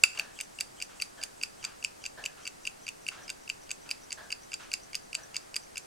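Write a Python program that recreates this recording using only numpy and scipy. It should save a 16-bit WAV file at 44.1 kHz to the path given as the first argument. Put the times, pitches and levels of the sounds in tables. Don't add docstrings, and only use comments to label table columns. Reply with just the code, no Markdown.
import sys
import numpy as np
from scipy import signal
from scipy.fft import rfft, irfft
from scipy.io import wavfile

SR = 44100
rng = np.random.default_rng(int(sys.argv[2]) if len(sys.argv) > 2 else 0)


def to_wav(sig):
    pcm = np.clip(np.atleast_2d(sig), -1, 1) * 32767
    pcm = np.round(pcm).astype(np.int16)
    wavfile.write(sys.argv[1], SR, pcm.T)


N = 258426

# (pitch [Hz], base time to fade by 60 dB [s],
# strength at unlocking tick [dB], tock [dB], at push tick [dB], tock [dB], at drop tick [dB], tock [dB],
# at case click [dB], left louder by [dB], left ahead by [rad])
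CASE_TONES = [(1542, 0.017, -24, -12.5, -13, -16, -23, -20.5, -28, 3, 0.62),
              (2336, .014, -12, -5, -0.5, 0, -8, -13, -3.5, -0.5, 0.31),
              (2639, .014, -1, -9, -9, -1.5, 0.5, -6.5, 0.5, 0.5, 0.48),
              (2766, .012, 1, -0.5, -20, -2, 0, -2, -8, 2.5, 0.42),
              (3556, 0.0058, -28, -26, -24, -9, -13.5, -5.5, -12.5, 0, 0.43),
              (4732, 0.019, -10, -11, -5, -14, -4.5, -4, -15.5, -2.5, 0.46),
              (4813, 0.016, -16.5, -3, -15, -3.5, -8, -6, -10, -2.5, 0.41),
              (5566, 0.0072, -11, -20, -1, -3.5, -12.5, -14, -25, 4.5, -0.054),
              (6540, 0.0089, -16, -8.5, 3.5, -5.5, -24, -6, -16.5, -2.5, 0.17),
              (7215, 0.0053, -22, -11, -0.5, -13, -5.5, -7, -3.5, 2, -0.03),
              (7590, 0.01, -17, -16, -7, -20, -6, -3, -7, -1.5, -0.5),
              (8330, 0.0056, -17, -19, -22, -19, -13, -11, -25, -10, .3),
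              (9010, 0.0097, -18, -23, -24, -14, -14, -12.5, -18, 2, 1),
              (10960, 0.016, -42, -37, -15.5, -37, -21, -20, -25.5, -3.5, 0.51),
              (12040, 0.012, -40, -36, -19, -35, -27, -24, -22.5, 2.5, 0.028),
              (14440, .005, -33, -34, -11, -29, -25, -19.5, -29, 3, 0)]
UNLOCK, PUSH, DROP, CASE = 2, 4, 6, 8
SWING_S, FIRST_TICK_S, TOCK_AFTER_S = .41295, .1952, .2152
# (drop strength [dB], push earlier by [s], push strength [dB],
# unlocking earlier by [s], unlocking strength [dB])
PINS = [(-22.5, .006, -36, .0212, -34), (-27, .0079, -34, .0221, -37.5)]
# (time [s], extra drop level [dB], extra for middle tones [dB], upper tones [dB], top tones [dB])
HAND_DRIFT = [(0.2, 2.0, -3.5, -5.0, 0.5), (0.41, -0.5, -6.5, -1, 2), (1.24, 1.0, 4.5, -1.0, 4),
              (1.85, 1.5, -2, 6.5, -5), (2.06, -1.5, -1.5, 1, -2.0), (3.3, -1.5, -6.5, -6.0, -5.5),
              (3.71, 0.0, 2.0, 7, 0), (3.91, -0.0, 5.5, -5, 2), (4.13, -1, 5.0, 8.5, 2.5),
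              (4.32, -1.5, 2, -1.5, -5), (4.95, 2.5, 6, 1.5, 4), (5.15, -0.5, 2.5, 4.5, 2),
              (5.37, 3.0, 4, 0, -1.5), (5.779, -3, 0, 6, 5)]
# (time [s], extra level [dB])
UNLOCK_DRIFT = [(.2, 1), (1.0, 1), (1.75, -4.5), (2.25, 2.5), (3.1, 3), (3.55, -4.5), (4.7, 1), (5.8, 0)]
# (time [s], level [dB])
CLICK = (.0364, -8.5)
# (frequency [Hz], relative level [dB])
CRACK = [(300, -55), (1200, -7.5), (2500, -5), (4000, -5), (7000, -4.5), (10000, -6), (15500, -33)]
CLICK_CRACK = [(300, -42), (600, -19), (950, 3.5), (1800, 4.5), (3500, -1.5), (7000, -8.5), (11000, -13),
               (15500, -35)]
# (centre pitch [Hz], time to fade by 60 dB [s], relative level [dB])
SHELL_RINGS = [(2574, 0.56, -15.5), (4750, 0.4, -13), (7640, .25, -17)]

# (first beat [s], gap [s])
FAINT_WATCH_TIMING = (.034, .2)
STEP_TIMING = (.173, 1)
PENDULUM_TIMING = (.148, .741)
# (strong beat [dB], weak beat [dB])
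FAINT_WATCH_DB = (-51, -56)
STEP_DB = (-45, -49.8)
PENDULUM_DB = (-46.5, -53)
# (frequency [Hz], relative level [dB])
FAINT_WATCH_COLOUR = [(3000, -41), (5200, -18), (5950, 0), (6500, -15), (8500, -22), (12000, -40)]
STEP_COLOUR = [(150, -10.5), (400, -10), (650, -1), (950, -8.5), (1400, -6.5), (1720, 4), (2100, -18),
               (4000, -13.5), (10000, -32.5)]
PENDULUM_COLOUR = [(200, -15), (700, -9.5), (1400, 4.5), (2000, -5.5), (2700, -0.5), (4100, -9.5),
                   (7000, -10.5), (12000, -30)]
# (frequency [Hz], relative level [dB])
ECHO_COLOUR = [(300, 6), (1500, 4), (2600, -2.5), (4700, -3), (6000, 6), (7600, -4), (9000, 3), (11000, -5),
               (15500, -2)]
AIR_COLOUR = [(25, -3.5), (60, -7), (160, -6), (300, -8), (560, -10), (790, -9), (1000, -11.5), (1700, -12),
              (3500, -18), (4700, -15), (6000, -15), (9000, -16), (12000, -24.5), (15500, -32)]
# (frequency [Hz], left-right difference over the shared part [dB])
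AIR_WIDTH = [(50, -10), (110, -3.5), (200, 2.5), (380, 10), (700, 8.5), (1300, 5.5), (2400, 0), (4400, -3),
             (15000, -5.5)]


def watch(early_colour_share=.22, jitter_s=.0004, scatter_db=1):
    out, columns = np.zeros((2, N)), np.transpose(CASE_TONES)
    drift_at, *drift = np.transpose(HAND_DRIFT)
    for drop_at, pin in beats():
        drop_db, push_s, push_db, unlock_s, unlock_db = PINS[pin]
        level_db, middle_db, upper_db, top_db = (np.interp(drop_at, drift_at, row) for row in drift)
        colour = curve([(3000, 0), (4400, middle_db), (5100, middle_db),
                        (7000, upper_db), (7800, upper_db), (8500, top_db)], columns[0])
        unlock_at, push_at = drop_at - np.array([unlock_s, push_s]) + jitter_s * rng.standard_normal(2)
        unlock_db, push_db = np.array([unlock_db, push_db]) + scatter_db * rng.standard_normal(2)
        unlock_db += np.interp(drop_at, *np.transpose(UNLOCK_DRIFT))
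        drop_db += level_db
        unlock_tones = columns[UNLOCK + pin] + early_colour_share * colour
        push_tones = columns[PUSH + pin] + early_colour_share * colour
        drop_tones = columns[DROP + pin] + colour
        unlock = hit(unlock_tones, CRACK, crack_db=-11.5, crack_t60=.035, swell_cycles=3.9, ring=.96)
        add(out, unlock_at, undb(unlock_db - 2) * unlock)
        grit_db = (-4, -14)[pin]
        push = hit(push_tones, CRACK, grit_db, crack_t60=.047, swell_cycles=1.2, ring=1.42)
        add(out, push_at, undb(push_db - 1.1) * push)
        for share in rng.uniform(.37, .9, 2):
            scrape = hit(push_tones, CRACK, grit_db, crack_t60=.012, swell_cycles=4.6, ring=.78)
            add(out, push_at + share * (drop_at - push_at), undb(push_db - 11.5) * scrape)
        drop = hit(drop_tones, CRACK, top_db / 2 - 4.5, crack_t60=.012, swell_cycles=2.9, ring=.97)
        add(out, drop_at, undb(drop_db - 2) * drop)
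        add(out, drop_at, undb(drop_db + top_db / 2) * gear_rustle())
    return out


def beats():
    ticks = np.arange(FIRST_TICK_S, N / SR, SWING_S)
    return [(at + pin * TOCK_AFTER_S, pin) for at in ticks for pin in (0, 1)]


def hit(tones_db, crack_colour, crack_db, crack_t60, swell_cycles, ring, detune=.012, scatter_db=1.9):
    t = seconds(.05)
    hz, t60, *_, pan_db, lead = np.transpose(CASE_TONES)[:, :, None]
    pitch_luck, level_luck = rng.standard_normal((2, len(CASE_TONES), 1))
    phase = 2 * np.pi * (hz * (1 + detune * pitch_luck) * t + rng.random(hz.shape))
    swell = 1 - np.exp(-(t * hz / swell_cycles) ** 2)
    size = undb(tones_db[:, None] + scatter_db * level_luck) * swell * fade(t, t60 * ring)
    tone = np.array([(size * undb(side * pan_db / 2) * np.sin(phase + side * lead / 2)).sum(0)
                     for side in (1, -1)])
    tone /= np.sqrt(np.mean(tone[:, t < .004] ** 2))
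    attack = 1 - np.exp(-(t / .0008) ** 2)
    return tone + undb(crack_db) * noise(crack_colour, len(t)) * attack * fade(t, crack_t60)


def case_click():
    out = np.zeros((2, N))
    at, db = CLICK
    click = hit(np.transpose(CASE_TONES)[CASE], CLICK_CRACK, crack_db=-4, crack_t60=.014,
                swell_cycles=1.8, ring=1.64, detune=.0026)
    add(out, at, undb(db) * click)
    add(out, at, undb(db) * gear_rustle())
    return out


def gear_rustle(relative_db=-32, t60=.23, grain_db=4):
    t = seconds(.15)
    grain_at = np.linspace(0, t[-1], 75)
    grain = undb(grain_db * np.interp(t, grain_at, rng.standard_normal(len(grain_at))))
    return undb(relative_db) * noise(CRACK, len(t)) * grain * fade(t, t60)


def hairspring(hz=3170, spread_hz=840, db=-56, fall_db_per_s=3, lead_s=.068, length_s=.059):
    out, t = np.zeros((2, N)), seconds(length_s)
    band = [(hz - spread_hz, -40), (hz, 0), (hz + spread_hz, -40)]
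    for at, pin in beats():
        if pin:
            add(out, at - lead_s, undb(db - fall_db_per_s * at) * noise(band, len(t)) * np.hanning(len(t)))
    return out


def shimmer(hz=8000, db=-56, fall_db_per_s=4, lead_s=.095, length_s=.1):
    out, t = np.zeros((2, N)), seconds(length_s)
    band = [(hz * .55, -25), (hz, 0), (hz * 1.3, -25)]
    for at, _ in beats():
        add(out, at - lead_s, undb(db - fall_db_per_s * at) * noise(band, len(t)) * np.hanning(len(t)))
    return out


def small_case(sound, low_hz):
    return signal.sosfilt(signal.butter(4, low_hz, "high", fs=SR, output="sos"), sound)


def shell(sound):
    t, response = seconds(.6), 0
    for hz, t60, db in SHELL_RINGS:
        close_hz = hz * (1 + .013 * rng.standard_normal((10, 1)))
        ring = np.sin(2 * np.pi * close_hz * t).sum(0) * fade(t, t60)
        response += undb(db - 12.5) * ring / np.linalg.norm(ring) * np.sqrt(hz / SR)
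    return signal.fftconvolve(sound, response[None], axes=1)[:, :N]


def room(sound, tail_db, tail_t60, early_db, early_t60=.062, wall_s=.0077, wall_db=-22):
    t, echoes = seconds(.7), []
    for channel in sound:
        response = 0
        for db, t60 in ((tail_db, tail_t60), (early_db, early_t60)):
            echo = noise(ECHO_COLOUR, len(t)) * fade(t, t60) * (t > .004)
            response += undb(db) * echo / np.linalg.norm(echo)
        response[int(wall_s * SR)] += undb(wall_db)
        echoes.append(signal.fftconvolve(channel, response)[:N])
    return np.array(echoes)


def faint_watch(early_s=.016, early_db=-5, t60=.06):
    out, t = np.zeros((2, N)), seconds(.1)
    for at, db in steady_beats(FAINT_WATCH_TIMING, FAINT_WATCH_DB):
        for start, tick_db in ((at - early_s, db + early_db), (at, db)):
            add(out, start, undb(tick_db) * noise(FAINT_WATCH_COLOUR, len(t)) * fade(t, t60))
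    return out


def far_clock(timing, levels_db, colour, rise_s, t60, width=.49):
    out, t = np.zeros((2, N)), seconds(.6)
    shape = (1 - np.exp(-t / rise_s)) * fade(t, t60)
    for at, db in steady_beats(timing, levels_db):
        shared, side = noise(colour, len(t)), width * noise(colour, len(t))
        add(out, at, undb(db) * np.array([shared + side, shared - side]) * shape)
    return out


def steady_beats(timing, levels_db):
    first, gap = timing
    return [(at, levels_db[k % 2]) for k, at in enumerate(np.arange(first, N / SR, gap))]


def air(shared_db=-56):
    shared = noise(AIR_COLOUR, N)
    side = tint(noise(AIR_COLOUR, N), AIR_WIDTH)
    return undb(shared_db) * np.array([shared + side, shared - side])


def undb(db):
    return 10 ** (np.asarray(db) / 20)


def fade(t, t60):
    return np.exp(-np.log(1000) * t / t60)


def seconds(length):
    return np.arange(int(length * SR)) / SR


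def curve(points, hz):
    at, db = np.transpose(points)
    return np.interp(np.log(hz + 1), np.log(at), db)


def tint(sound, colour):
    hz = np.fft.rfftfreq(len(sound), 1 / SR)
    return irfft(rfft(sound) * undb(curve(colour, hz)), len(sound))


def noise(colour, size):
    hiss = tint(rng.standard_normal(size), colour)
    return hiss / np.std(hiss)


def add(out, start, sound):
    i = max(int(start * SR), 0)
    part = sound[..., :max(N - i, 0)]
    out[:, i:i + part.shape[-1]] += part


def scene():
    ticking = small_case(watch() + hairspring() + shimmer(), low_hz=940)
    click = small_case(case_click(), low_hz=725)
    other_watch = faint_watch()
    step_clock = far_clock(STEP_TIMING, STEP_DB, STEP_COLOUR, rise_s=.006, t60=.51)
    pendulum = far_clock(PENDULUM_TIMING, PENDULUM_DB, PENDULUM_COLOUR, rise_s=.0047, t60=.49)
    echoes = room(ticking + other_watch, tail_db=-13, tail_t60=.19, early_db=-15)
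    echoes += room(click, tail_db=-16.5, tail_t60=.43, early_db=-14.5)
    near = ticking + click
    return near + shell(near) + echoes + other_watch + step_clock + pendulum + air()


def record(dry, top_hz=15900):
    return signal.sosfilt(signal.ellip(10, .2, 70, top_hz, fs=SR, output="sos"), np.tanh(dry))


dry = scene()
out = record(dry)
to_wav(out)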